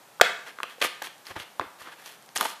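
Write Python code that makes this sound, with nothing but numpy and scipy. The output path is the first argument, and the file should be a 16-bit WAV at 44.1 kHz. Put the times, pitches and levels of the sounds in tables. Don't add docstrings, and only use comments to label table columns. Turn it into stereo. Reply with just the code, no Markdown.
import sys
import numpy as np
from scipy import signal
from scipy.fft import rfft, irfft
from scipy.io import wavfile

SR = 44100
rng = np.random.default_rng(int(sys.argv[2]) if len(sys.argv) > 2 else 0)


def log_audio(samples):
    frames = np.atleast_2d(samples).T
    limited = np.clip(frames, -1, 1)
    pcm = np.round(limited * 32767).astype(np.int16)
    wavfile.write(sys.argv[1], SR, pcm)


def voltage_ratio(decibels):
    exponent = np.asarray(decibels, float) / 20
    return 10 ** exponent


N = 114660

# frequency in Hz, level in dB, t60 in seconds.
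SHELL = [(308.8, -18.5, .025), (401, -13.5, 0.0248), (700, -13.5, 0.025), (936, -1.5, 0.0091),
         (1200, -7.5, 0.028), (1700, 4, 0.0058), (2005, 5.5, 0.0033), (2910, -4.5, 0.007),
         (3260, 3.5, 0.0032), (4300, -3, 0.0038), (6030, 2.5, 0.00083), (9180, -6.5, 0.0013),
         (11000, -4.5, 0.0011), (14580, -8.5, 0.00067)]


def rms_one(x):
    return x / np.sqrt(np.mean(x ** 2) + 1e-20)


def ring(clicks, hz, t60_s):
    radius = voltage_ratio(-60 / (t60_s * SR))
    angle = 2 * np.pi * hz / SR
    poles = [1, -2 * radius * np.cos(angle), radius ** 2]
    return signal.lfilter([0, np.sin(angle)], poles, clicks + 1e-18)


def colour_db(hz, panel_hz, tilt_db):
    lift_db, width_octaves = 5.5, 0.61
    octaves = np.log2(hz / panel_hz)
    lift = lift_db * np.exp(-0.5 * (octaves / width_octaves) ** 2)
    return lift + tilt_db * np.maximum(octaves, 0)


def hiss():
    # frequency in Hz, density in dB per Hz.
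    spectrum = [(20, -8.5), (55, -25.5), (130, -2.5), (300, -2), (800, 3), (2500, -6.5), (6000, -11),
                (15000, -13.5)]
    level_db = -54
    hz = np.maximum(np.fft.rfftfreq(N, 1 / SR), 1)
    at_hz, density_db = np.transpose(spectrum)
    gain = voltage_ratio(np.interp(np.log(hz), np.log(at_hz), density_db))
    noise = irfft(rfft(rng.standard_normal(N)) * gain, N)
    return voltage_ratio(level_db) * rms_one(noise)


def pops():
    # start in seconds, peak in dB, pitch of the bent panel in Hz, brightness in dB per octave. The
    # quiet row at 0.782 s is a soft knock, voiced with a low 500 Hz pitch.
    buckles = [(0.199, -18, 1360, -36), (0.212, 8.5, 1700, -1), (0.2126, 2.5, 1630, -6.5),
               (0.2144, 6.5, 980, 0.5), (0.2157, 1, 700, 4), (0.5872, -25.5, 1570, -4),
               (0.6026, -20.5, 1300, -4.5), (0.6321, -12, 2570, 2), (0.6386, -23, 1510, -16),
               (0.8175, -43, 3020, 10), (0.8245, -8.5, 2130, 3), (0.8301, -41, 2580, -10),
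               (0.8481, -13.5, 1290, -2.5), (1.0231, -18, 970, 7), (1.0705, -25.5, 2500, -1),
               (0.782, -40, 500, 0.5), (1.4, -23, 2830, 0), (1.5965, -11, 1045, 0), (1.612, -21, 1750, -19),
               (1.63, -35, 1010, -27.5), (1.8165, -32.5, 1200, -6), (1.8729, -30, 1240, -18),
               (2.3895, -28.5, 760, -5), (2.41, -6, 1100, 6.5), (2.428, -18.5, 734, 6.5),
               (2.4558, -15.5, 840, -2)]
    slip_s, slip_loss_db, mode_spread_db = 0.0006, 6, 4.5
    panel_ring_db, panel_cycles = 7, 10.9
    length = SR // 10
    out = np.zeros(N + length)
    slip = np.arange(4)
    lateness = rng.uniform(-0.45, 0.45, (len(buckles), len(slip)))
    luck = rng.standard_normal((len(buckles), len(SHELL) + 1, 2, len(slip)))
    for (start_s, peak_db, panel_hz, tilt_db), late, draws in zip(buckles, lateness, luck):
        at = (slip_s * (slip + (slip > 0) * late) * SR).astype(int)
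        modes = [*SHELL, (panel_hz, panel_ring_db, panel_cycles / panel_hz)]
        pop = np.zeros(length)
        side = -1
        for (hz, level_db, t60_s), (size, sign) in zip(modes, draws):
            gain_db = level_db + colour_db(hz, panel_hz, tilt_db)
            gain_db = gain_db - slip_loss_db * slip + mode_spread_db * size
            direction = np.where(slip > 0, np.sign(sign), side)
            clicks = np.zeros(length)
            np.add.at(clicks, at, direction * voltage_ratio(gain_db))
            pop += ring(clicks, hz, t60_s)
            side = -side
        first = int(start_s * SR)
        out[first:first + length] += voltage_ratio(peak_db) * pop / np.abs(pop).max()
    return out[:N]


def runs():
    # start in seconds, length in seconds, rms in dB, pitch in Hz, brightness in dB per octave.
    strokes = [(1.0179, 0.01, -30, 980, -2), (2.409, 0.0092, -31, 1070, -4), (0.454, 0.062, -48, 2050, 3),
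               (0.681, 0.063, -54.5, 2460, 5), (.8, 0.014, -51.5, 2950, 5), (0.8128, 0.016, -25, 3130, 1.5),
               (0.822, 0.053, -34, 1810, 6), (1.026, 0.057, -45.5, 2020, 6.5),
               (1.247, 0.084, -52.5, 1200, 4.5), (1.302, 0.021, -41.5, 1060, -3.5),
               (1.353, 0.032, -34, 610, -2.5), (1.379, 0.061, -46.5, 1920, 4),
               (1.593, 0.064, -33, 447, -5.5), (1.782, 0.077, -56, 1300, 5.5),
               (1.843, 0.072, -48, 1240, -1), (1.913, 0.032, -51.5, 1430, 2), (1.962, 0.12, -60.5, 1440, 5),
               (2.034, 0.13, -54, 3140, 8.5), (2.352, 0.0078, -50.5, 2900, 14),
               (2.358, 0.015, -36.5, 800, 5.5), (2.38, 0.0065, -35.5, 2040, 6.5),
               (2.394, 0.051, -30, 880, -24.5), (2.448, 0.02, -36, 700, 1.5), (2.361, 0.18, -47.5, 960, 6)]
    cracks_per_s, crack_spread_db, rise_share = 4000, 3, 0.32
    out = np.zeros(N)
    t = np.arange(N) / SR
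    size = voltage_ratio(crack_spread_db * np.minimum(rng.exponential(1, N), 3))
    cracks = rms_one(size * (rng.random(N) < cracks_per_s / SR))
    for hz, level_db, t60_s in SHELL:
        stroke = np.zeros(N)
        for start_s, length_s, rms_db, panel_hz, tilt_db in strokes:
            corners_s = start_s + length_s * np.array([0, rise_share, 1])
            shape = np.interp(t, corners_s, [0, 1, 0.2], left=0, right=0)
            stroke += shape * voltage_ratio(rms_db + level_db + colour_db(hz, panel_hz, tilt_db))
        out += ring(voltage_ratio(-16.5) * stroke * cracks * rng.standard_normal(N), hz, t60_s)
    return out


def ticks():
    # start in seconds, peak in dB, pitch in Hz.
    threads = [(.7995, -41, 8000), (1.066, -33.5, 8250), (1.181, -41, 8800), (1.2555, -34.5, 5760),
               (1.2685, -26, 5200), (1.991, -43, 4000), (2.019, -44, 11000), (2.0602, -28, 6100),
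               (2.2245, -40, 10000), (2.262, -39.5, 11000), (2.2901, -35, 5000), (2.369, -16.5, 9000),
               (2.3755, -11.5, 7000), (2.4171, -27, 10560), (2.44, -33, 9100), (2.445, -23, 11000),
               (2.453, -30, 11000)]
    t60_s, fray_s = 0.0008, 0.0007
    length = 400
    out = np.zeros(N + length)
    t = np.arange(length) / SR
    thin = signal.butter(2, 1500, "high", fs=SR, output="sos")
    frays = rng.standard_normal((len(threads), length))
    for (start_s, peak_db, hz), fray in zip(threads, frays):
        burst = fray * np.exp(-t / fray_s)
        tick = ring(burst, hz, t60_s) + signal.sosfilt(thin, burst)
        first = int(start_s * SR)
        out[first:first + length] += voltage_ratio(peak_db) * tick / np.abs(tick).max()
    return out[:N]


def bumps():
    # start in seconds, peak in dB.
    knocks = [(.85, -48.5), (1.308, -43), (1.364, -35.5), (1.402, -45), (1.599, -38.5), (1.662, -51),
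              (1.815, -54.5), (2.363, -49)]
    table_hz, t60_s = 98.3, 0.076
    start_s, peak_db = np.transpose(knocks)
    clicks = np.zeros(N)
    clicks[(start_s * SR).astype(int)] = voltage_ratio(peak_db)
    return ring(clicks, table_hz, t60_s) + 0.28 * ring(clicks, 1.51 * table_hz, t60_s)


def room(x):
    # band centre in Hz, level in dB, t60 in seconds.
    bands = [(200, -17, 0.82), (500, -13, 0.39), (1200, -13, 0.51), (2380, -12.5, 0.51), (4000, -8.5, 0.39),
             (7000, -16, 0.53), (12000, -15, 0.33)]
    first_wall_s, fill_s, table_share = 0.0083, 0.019, 0.7
    t = np.arange(SR) / SR
    fill = np.clip((t - first_wall_s) / fill_s, table_share * (t > 0.001), 1)
    answer = np.zeros(SR)
    for hz, level_db, t60_s in bands:
        band = signal.butter(2, [hz / 1.635, hz * 1.335], "band", fs=SR, output="sos")
        tail = signal.sosfilt(band, rng.standard_normal(SR))
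        answer += voltage_ratio(level_db - 28.5 - 60 * t / t60_s) * tail
    return signal.fftconvolve(x, answer * fill)[:N]


def scene():
    sheet_cut_hz = 261
    side_db, side_follow_db = -75, -36
    no_bass = signal.butter(3, sheet_cut_hz, "high", fs=SR, output="sos")
    pack = signal.sosfilt(no_bass, pops() + ticks() + runs())
    mono = pack + room(pack) + bumps() + hiss()
    smear = rms_one(rng.standard_normal(400)) / 20
    blurred = signal.fftconvolve(np.clip(mono, -1, 1), smear)[200:N + 200]
    side = voltage_ratio(side_db) * rng.standard_normal(N) + voltage_ratio(side_follow_db) * blurred
    return mono + side * [[1], [-1]]


def low_pass(x):
    return signal.sosfilt(signal.butter(12, 15070, fs=SR, output="sos"), x)


def record(dry):
    mic_cut_hz, top_stop_hz = 78, 15350
    low_cut = signal.butter(1, mic_cut_hz, "high", fs=SR, output="sos")
    top_cut = signal.cheby2(10, 40, top_stop_hz, fs=SR, output="sos")
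    clipped = np.clip(dry, -1, 1)
    mix = signal.sosfilt(top_cut, signal.sosfilt(low_cut, clipped))
    return low_pass(mix)


dry = scene()
out = record(dry)
log_audio(out)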